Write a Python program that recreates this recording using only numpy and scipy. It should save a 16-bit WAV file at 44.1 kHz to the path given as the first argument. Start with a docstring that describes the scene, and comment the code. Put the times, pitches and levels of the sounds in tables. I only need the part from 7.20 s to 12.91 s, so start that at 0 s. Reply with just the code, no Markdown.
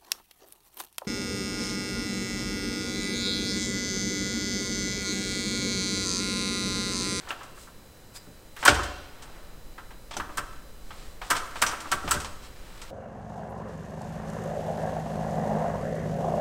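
"""Over steady corridor air, rumble and a faint recorder whine, a sleeve rubs and a lever is tried from the start.
Someone works the lock of a wooden door that stays shut in a long carpeted corridor: the lever springs back once
with a loud clunk that shakes the leaf, then the latch clicks and rattles again and again.
Metal contacts are noise flurries through body colours, leaf and small rings are dying sines, and rubs and air
are coloured noise; lock, door and rubs also go through the corridor's diffuse echo."""
import sys
import numpy as np
from scipy import signal
from scipy.fft import rfft, irfft
from scipy.io import wavfile
from scipy.ndimage import uniform_filter1d

SR = 44100
rng = np.random.default_rng(int(sys.argv[2]) if len(sys.argv) > 2 else 0)


def store_pcm(level_fs):
    """Save levels as 16-bit WAV."""
    pcm = np.round(np.clip(level_fs, -1, 1) * 32767).astype(np.int16)
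    wavfile.write(sys.argv[1], SR, np.atleast_2d(pcm).T)


N = 251634  # samples
TIME = np.arange(N) / SR  # s
HIT_SIZE = 8192  # samples in one contact sound
HIT_TIME = TIME[:HIT_SIZE]
HIT_HZ = np.fft.rfftfreq(HIT_SIZE, 1 / SR)

# Corridor air. Each row: frequency in Hz, relative level in dB.
AIR_COLOUR = [(35, -47), (60, 1.5), (274, -6), (408, -7), (527, -5.5), (682, -12), (1470, -16), (1780, -17),
              (3270, -23), (3940, -20.5), (4220, -22), (8120, -24.5), (16000, -26)]
AIR_DB = -52  # rms
# Rumble on the microphone. Each row: frequency in Hz, relative level in dB.
RUMBLE_COLOUR = [(5, -1), (14, -1.5), (25, -7), (45, -10.5), (90, -27.5), (200, -35.5), (600, -59.5)]
# The microphone rumbles more once it is carried along.
STILL_DB, MOVING_DB, MOVE_START_S, MOVE_RAMP_S = -52, -42, 1.0, 2.0186
# Steady whine of the hand-held recorder. Each row: frequency in Hz, rms level in dB.
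WHINE_TONES = [(3000, -75), (4000, -68.5), (5000, -74), (7000, -77.5), (8000, -73.5), (9000, -79),
               (10000, -89.5), (12000, -79.5)]

# Decay of the corridor. Each row: frequency in Hz, time to fall by 60 dB in seconds.
ECHO_T60 = [(70, 1.3542), (300, 0.9511), (1400, 0.6483), (3000, 1.0268), (8000, 0.7894), (15000, 0.0069)]
# Strength of its echoes. Each row: frequency in Hz, level in dB.
ECHO_LEVEL = [(70, -11.5), (300, -0.5), (1400, -7.5), (3000, -10.5), (8000, -12), (15000, -13.5)]

# Sleeve and fingers rubbing. Each row: centre in seconds, half length (to 1/e) in seconds, level in dB,
# tilt in dB per octave above 2 kHz.
SLEEVE_RUBS = [(0.04, 0.2646, -51, -11.5), (0.417, 0.05792, -52.5, -1), (0.965, 0.018, -42.5, -2),
               (2.099, 0.2516, -53, -16), (3.8, 0.1405, -52.5, -7.5), (5.252, 0.03246, -48.5, -8),
               (5.62, 0.3269, -51.5, -10.5)]
# Colour of the friction. 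Each row: frequency in Hz, relative level in dB.
FRICTION_COLOUR = [(300, -13.5), (1200, -7), (2500, -7), (4500, -3), (6500, -4.5), (8000, 1.5), (10500, -8),
                   (16000, -13)]
# The bolt rubs before each snap: level relative to the steel click, tilt per octave above 2 kHz.
SLIDE_LEAD_S, SLIDE_HALF_S, SLIDE_DB, SLIDE_TILT_DB = 0.036, 0.038, -24.5, -6.5

# Blows on the door leaf: the loud clunk and softer low thuds. Each row: start in seconds, level in dB,
# contact cut-off in Hz.
LEAF_BLOWS = [(1.068, -23.5, 288.5), (1.480, -1, 6000), (1.492, -35.5, 450), (1.778, -27, 451),
              (2.967, -17, 716.2), (4.838, -10.5, 344.8), (4.946, -10, 422.5)]
# Leaf with its handle plate. Each row: frequency in Hz, level in dB, time to fall by 60 dB in seconds.
LEAF_MODES = [(129.8, -21, 0.18886), (158.31, -30.5, 0.2264), (221.23, -23.5, 0.23105),
              (293.08, -19.5, 0.13593), (370.39, -21.5, 0.14), (441.64, -26, 0.17), (593.15, -19, 0.21),
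              (740.49, -14.5, 0.07383), (820.68, -23.5, 0.21), (934.95, -29.5, 0.0892),
              (1048.4, -32, 0.083), (1415.6, 8, 0.02043), (1600, -5.5, .02), (2287, -21, 0.15),
              (3163.3, -20, 0.066)]
# Lowest bending modes. Each row: frequency in Hz, level in dB, time to fall by 60 dB in seconds.
BENDING_MODES = [(52.41, -7.5, 1), (77.14, -0.5, 0.6244), (93.126, -9, 0.4237), (115.88, -12.5, 0.6165)]
# Leaf shuddering in its frame. Each row: frequency in Hz, relative level in dB.
SHUDDER_COLOUR = [(30, -2), (70, 6), (110, -1.5), (180, 5), (300, -2), (450, -0.5), (900, -13.5),
                  (3000, -30)]
BOOM_DB, BOOM_GROWTH = -19, 1.2926  # boom for a 0 dB blow; dB of boom per dB of blow
SEAT_CUT_HZ = 700  # contact cut-off of the seating latch on the leaf

# Small rings: metal parts ringing on contacts, and a faint squeak in the swish near 0.96 s.
# Each row: start in seconds, central frequency in Hz, level in dB, time to fall by 60 dB in seconds.
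SMALL_RINGS = [(0.106, 2736, -26, 0.02589), (.963, 4900, -46.5, 0.1755), (1.452, 7930, -17.5, 0.02938),
               (1.460, 1001, -13, 0.044), (2.934, 3450, -42, 0.06185), (2.968, 5947, -32.5, 0.04844),
               (2.967, 780, -28, 0.0346), (3.708, 3230, -48, 0.06134), (4.466, 5832, -30, 0.1157),
               (4.909, 1314, -21.5, 0.0907), (4.911, 7872, -20.5, 0.06906), (4.967, 1551, -30.5, 0.0885)]

# Broad colour of the lock case. Each row: frequency in Hz, relative level in dB.
CASE_COLOUR = [(100, -38.5), (300, -13.5), (600, -17), (850, -8.5), (980, 1.5), (1400, -2), (1700, -2),
               (2100, -11), (3000, -15.5), (4500, -29.5), (12000, -33)]
# Broad colour of the steel parts. Each row: frequency in Hz, relative level in dB.
STEEL_COLOUR = [(300, -10.5), (900, 5), (1500, -2), (2300, 1.5), (4000, 1), (6000, 2), (7000, 1.5),
                (8400, 4), (10200, -6.5), (12500, -8), (16000, -15)]
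# Resonances of the case, with dips below zero. Each row: frequency in Hz, width in Hz, lift in dB.
CASE_RESONANCES = [(565.49, 16.67, 11.5), (844.46, 27, -12), (992.93, 16.667, 0.5), (1036.2, 110, -2.5),
                   (1186, 54, 2.5), (1301, 58, 5.5), (1361.1, 38, 5), (1560, 36, 4.5)]
# Resonances of the steel. Each row: frequency in Hz, width in Hz, lift in dB.
STEEL_RESONANCES = [(3119.8, 209, 4), (5164.1, 130, 2.1), (5478, 53.25, 1.76), (7664, 160, 1.7973),
                    (8989.7, 213.4, 2.6)]

# Loose pins and springs tick. Each row: start in seconds, steel level in dB, steel tilt in dB per octave
# above 2 kHz.
LOOSE_TICKS = [(0.088, -38.5, -2), (0.233, -47, -0.5), (1.544, -31, -2), (1.633, -35.5, -1),
               (2.022, -43, -1), (2.910, -37, -4.5), (2.937, -39.5, -3.5), (2.967, -33.5, -1),
               (4.165, -28.5, -2), (4.4642, -26.5, -1), (4.489, -34.5, -1.5), (4.603, -38, -1),
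               (4.889, -39.5, 5), (4.940, -31, -1.5), (5.001, -35, -0.5), (5.046, -34, -3),
               (5.616, -40, -1.5)]
TICK_CASE_DB, TICK_CASE_TILT_DB = -7, -5.5  # case answer: relative to the steel, tilt per octave
# The lever knocks against its stops. Each row: start in seconds, case level in dB,
# case tilt in dB per octave from 400 to 4000 Hz, steel level in dB.
LEVER_KNOCKS = [(0.0718, -39, -1, -46), (0.1044, -31, 3.5, -35), (.207, -40, -2.5, -43.5),
                (.374, -47, -3.5, -58.5), (.472, -46.5, -4, -57), (1.364, -39, 9, -49),
                (1.427, -29, 1.5, -30.5), (1.4777, -16, 0.5, -12.5), (1.592, -27.5, -6, -59.5),
                (2.579, -39, 0.5, -44.5), (2.704, -49, 8, -47), (2.997, -29, -1, -36.5),
                (3.092, -40, -7.5, -50), (3.705, -42.5, -4, -41.5), (4.015, -36.5, 2.5, -35),
                (4.151, -32, 6, -31), (4.356, -37, 0, -35), (4.530, -31.5, -4, -39.5),
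                (4.655, -36, -7.5, -42), (4.8759, -33, 0.5, -29.5)]
KNOCK_TILT_DB, BRIGHTER_PER_DB = -0.5, 0.2273  # steel tilt per octave at 0 dB; its growth per dB
# The latch snaps free and seats. Each row: start in seconds, steel click level in dB, case level in dB,
# time until it seats in seconds, leaf level in dB, steel tilt of the click in dB per octave above 2 kHz.
LATCH_SNAPS = [(1.452, -20, -15.5, 0.007175, -16, 4), (3.1723, -32.5, -26, .008, -20.5, 4.5),
               (4.103, -23, -18, 0.0051242, -18.5, 3.5), (4.418, -21, -16.5, 0.0040433, -17, 3),
               (4.7165, -25, -21.5, .0055, -16.5, 0), (4.910, -22.5, -25, .004, -18, 5.5)]
# The bolt catches the edge just before it snaps; levels relative to the snap.
CATCH_LEAD_S, CATCH_CASE_DB, CATCH_STEEL_DB = 0.0046, -16, -19.5
# The loose lever settles after each snap: level relative to the case, random spread as standard deviation.
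RATTLE_AFTER_S, RATTLE_SPAN_S = 0.03, 0.2
RATTLE_DB, RATTLE_FALL_DB_PER_S, RATTLE_SPREAD_DB = -15, 72, 4.5
CUTOFF_HZ = 15750  # upper limit of the sound


def from_db(db):
    """Decibels to gain."""
    return 10 ** (np.asarray(db) / 20)


def rms_one(x):
    """Scale to unit rms."""
    return x / np.sqrt(np.mean(x ** 2) + 1e-20)


def at_hz(points, hz):
    """Read a table on a log-frequency axis."""
    points = np.array(points)
    return np.interp(np.log(hz + 1e-9), np.log(points[:, 0]), points[:, 1])


def add(track, s, sound):
    """Mix a sound into the track from time s on."""
    start = max(round(s * SR), 0)
    track[start:start + len(sound)] += sound[:N - start]


def colour_db(spectrum, peaks=(), tilt_db=0):
    """Response of a body: broad colour, resonances on top, and a tilt per octave above 2 kHz."""
    lifts = sum(db / (1 + (2 * (HIT_HZ - hz) / width) ** 2) for hz, width, db in peaks)
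    return at_hz(spectrum, HIT_HZ) + lifts + tilt_db * np.log2(np.hypot(1, HIT_HZ / 2000))


def through(x, response_db):
    """Causal (minimum-phase) filter with the given response."""
    cepstrum = irfft(np.log(from_db(response_db)))
    # fold the acausal half forward
    cepstrum[1:HIT_SIZE // 2] *= 2
    cepstrum[HIT_SIZE // 2 + 1:] = 0
    impulse_response = irfft(np.exp(rfft(cepstrum)))
    return signal.fftconvolve(x, impulse_response)[:len(x)]


def noise(spectrum):
    """Steady coloured noise of unit rms."""
    white = rfft(rng.standard_normal(N))
    colour = from_db(at_hz(spectrum, np.fft.rfftfreq(N, 1 / SR)))
    return rms_one(irfft(white * colour, N))


def chatter(response_db, rise, t60, grain_db, size=61):
    """A dying flurry of uneven micro-impacts rings a body; its energy is that of 10 ms at unit rms."""
    impacts = rng.standard_normal(HIT_SIZE) * from_db(grain_db * rng.standard_normal(HIT_SIZE))
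    flurry = impacts * (1 - np.exp(-HIT_TIME / rise)) * from_db(-60 * HIT_TIME / t60)
    # take out the flurry's own smoothed colour, so that the body sets it
    own_db = 10 * np.log10(uniform_filter1d(np.abs(rfft(flurry)) ** 2, size) + 1e-12)
    return rms_one(through(flurry, response_db - own_db)) * np.sqrt(SR / 100 / HIT_SIZE)


def background():
    """Corridor air and microphone rumble are coloured noise; the whine is a set of steady sines."""
    moving = np.clip((TIME - MOVE_START_S) / MOVE_RAMP_S, 0, 1)
    rumble = from_db(STILL_DB + (MOVING_DB - STILL_DB) * moving) * noise(RUMBLE_COLOUR)
    whine = np.zeros(N)
    for hz, db in WHINE_TONES:
        whine += np.sqrt(2) * from_db(db) * np.sin(2 * np.pi * (hz * TIME + rng.random()))
    return from_db(AIR_DB) * noise(AIR_COLOUR) + rumble + whine


def corridor(x, build=0.003857, size=45):
    """Diffuse echoes build up between the walls, favour no pitch, and die at a rate set by frequency."""
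    t = TIME[:SR * 3 // 2]
    white, hz = rfft(rng.standard_normal(len(t))), np.fft.rfftfreq(len(t), 1 / SR)
    centres = np.geomspace(60, 15000, 12)  # overlapping bands, Hz
    echoes = np.zeros(len(t))
    for centre, share in zip(centres, np.eye(len(centres))):
        band = irfft(white * at_hz(np.c_[centres, share], hz), len(t))
        echoes += band * from_db(-60 * t / at_hz(ECHO_T60, centre))
    response = rfft(echoes, 2 * len(t))
    # level the smoothed spectrum before giving it the echo strength
    response = response / np.sqrt(uniform_filter1d(np.abs(response) ** 2, 2 * size) + 1e-12)
    response = response * from_db(at_hz(ECHO_LEVEL, np.fft.rfftfreq(2 * len(t), 1 / SR)))
    impulse_response = irfft(response)[:len(t)] * (1 - np.exp(-(t / build) ** 2))
    return signal.fftconvolve(x, impulse_response)[:N]


def rubbing(grain_db=6.0):
    """Short swells of fine friction grains: sleeve, fingers, and the bolt sliding before each snap."""
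    out = np.zeros(N)
    slides = [(s - SLIDE_LEAD_S, SLIDE_HALF_S, steel_db + SLIDE_DB, SLIDE_TILT_DB)
              for s, steel_db, *_ in LATCH_SNAPS]
    for s, half, db, tilt_db in list(SLEEVE_RUBS) + slides:
        grains, sizes = rng.standard_normal((2, SR))
        uneven = grains * from_db(grain_db * sizes)
        hiss = rms_one(through(uneven, colour_db(FRICTION_COLOUR, tilt_db=tilt_db)))
        start = max(s - 0.5, 0)
        swell = np.exp(-((start + TIME[:SR] - s) / half) ** 2)
        add(out, start, from_db(db) * hiss * swell)
    return out


def struck(modes, t, cycles=2.865):
    """Dying sines of alternating sign; waves take a few cycles to fill the leaf, so the lows come last."""
    out = np.zeros(len(t))
    for k, (hz, db, t60) in enumerate(modes):
        filling = 1 - np.exp(-(t * hz / cycles) ** 2)
        out += (-1) ** k * from_db(db - 60 * t / t60) * filling * np.sin(2 * np.pi * hz * t)
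    return out


def door(shudder_db=-22):
    """Each blow and latch seating rings and shakes the leaf; soft contact dulls all but its low boom."""
    out, t = np.zeros(N), TIME[:SR]
    ring, boom = struck(LEAF_MODES, t), struck(BENDING_MODES, t)
    seatings = [(s + travel, leaf_db, SEAT_CUT_HZ) for s, _, _, travel, leaf_db, _ in LATCH_SNAPS]
    for s, db, cut_hz in list(LEAF_BLOWS) + seatings:
        shudder = chatter(colour_db(SHUDDER_COLOUR), rise=0.007255, t60=0.2143, grain_db=-6.0)
        blow = ring.copy()
        add(blow, 0, from_db(shudder_db) * shudder)
        softness = signal.butter(2, min(cut_hz, SR / 3), fs=SR, output="sos")
        blow = signal.sosfilt(softness, blow)
        add(out, s, from_db(db) * blow + from_db(BOOM_DB + BOOM_GROWTH * db) * boom)
    return out


def small_rings(split=0.02377, count=5):
    """Each ring or squeak is a cluster of close modes that beat as they die away."""
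    out, steps = np.zeros(N), np.arange(count) - count // 2
    for s, hz, db, t60 in SMALL_RINGS:
        modes = hz * (1 + split * (steps + rng.normal(0, 0.11373, count)))
        phases = np.outer(modes, HIT_TIME) + rng.random((count, 1))
        ring = from_db(-3 * abs(steps)) @ np.sin(2 * np.pi * phases)
        fade = from_db(-60 * HIT_TIME / t60)
        # the cluster carries the same energy however its modes add up
        even = np.linalg.norm(fade) / np.linalg.norm(ring * fade)
        add(out, s, from_db(db) * ring * fade * even)
    return out


def contact(case_db, case_tilt_db, steel_db, tilt_db, case_t60=0.11757, steel_t60=0.1171,
            softening=0.3554, top_loss_db=2.1706):
    """Steel clicks, at once if bright and slower if dull; the lock case, set in the wood, swells and rings."""
    # a dull contact closes more slowly and hardly reaches the highest steel modes
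    rise = 0.000064 * np.exp(-softening * tilt_db)
    dull_db = top_loss_db * min(tilt_db, 0) * (HIT_HZ / 10000) ** 2
    steel = colour_db(STEEL_COLOUR, STEEL_RESONANCES, tilt_db) + dull_db
    click = chatter(steel, rise=rise, t60=steel_t60, grain_db=4.5)
    octaves = np.log2(np.clip(HIT_HZ, 400, 4000))
    case = colour_db(CASE_COLOUR, CASE_RESONANCES) + case_tilt_db * octaves
    body = chatter(case, rise=0.001044, t60=case_t60, grain_db=4.0)
    return from_db(steel_db) * click + from_db(case_db) * body


def ticks():
    """Loose pins and springs tick in the steel; the case answers weakly and dully."""
    out = np.zeros(N)
    for s, db, tilt_db in LOOSE_TICKS:
        add(out, s, contact(db + TICK_CASE_DB, TICK_CASE_TILT_DB, db, tilt_db))
    return out


def lever_knocks():
    """The lever hits its stops and sounds case and steel; harder steel contacts are brighter."""
    out = np.zeros(N)
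    for s, case_db, case_tilt_db, steel_db in LEVER_KNOCKS:
        steel_tilt_db = KNOCK_TILT_DB + BRIGHTER_PER_DB * steel_db
        add(out, s, contact(case_db, case_tilt_db, steel_db, steel_tilt_db))
    return out


def settling(count=4, steel_share_db=-8):
    """After each snap the lever chatters in its play, unevenly and on the whole ever more lightly."""
    out = np.zeros(N)
    for s, _, case_db, *_ in LATCH_SNAPS:
        for after in RATTLE_AFTER_S + RATTLE_SPAN_S * (np.arange(count) + rng.random(count)) / count:
            spread_db = RATTLE_SPREAD_DB * rng.standard_normal()
            db = case_db + RATTLE_DB - RATTLE_FALL_DB_PER_S * after + spread_db
            add(out, s + after, contact(db, case_tilt_db=0.0, steel_db=db + steel_share_db, tilt_db=1))
    return out


def latch(release_case_db=-6, seat_steel_db=-3.0, seat_duller_db=6):
    """A light catch, a bright click as the bolt comes free, then a duller, heavier hit as it seats."""
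    out = np.zeros(N)
    for s, steel_db, case_db, travel, _, tilt_db in LATCH_SNAPS:
        catch = contact(case_db + CATCH_CASE_DB, case_tilt_db=-7,
                        steel_db=steel_db + CATCH_STEEL_DB, tilt_db=-5)
        release = contact(case_db + release_case_db, case_tilt_db=3,
                          steel_db=steel_db, tilt_db=tilt_db, steel_t60=0.09669)
        seat = contact(case_db, case_tilt_db=1, steel_db=steel_db + seat_steel_db,
                       tilt_db=tilt_db - seat_duller_db, case_t60=0.09217, steel_t60=0.07197)
        add(out, s - CATCH_LEAD_S, catch)
        add(out, s, release)
        add(out, s + travel, seat)
    return out


def scene(door_echo_db=-5, ring_echo_db=-4):
    """All but the background sounds into the corridor; the near leaf and small rings are more direct."""
    leaf, rings = door(), small_rings()
    rattle = rubbing() + ticks() + lever_knocks() + settling() + latch()
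    radiated = rattle + from_db(door_echo_db) * leaf + from_db(ring_echo_db) * rings
    return (background() + corridor(radiated) + leaf + rings + rattle)[None]


def record(dry):
    """Peaks are clipped a little under full scale, then the top is cut steeply."""
    clipped = np.clip(dry, -0.85, 0.85)
    top_cut = signal.ellip(10, 0.1, 80, CUTOFF_HZ, fs=SR, output="sos")
    return signal.sosfilt(top_cut, clipped)


dry = scene()
out = record(dry)
store_pcm(out)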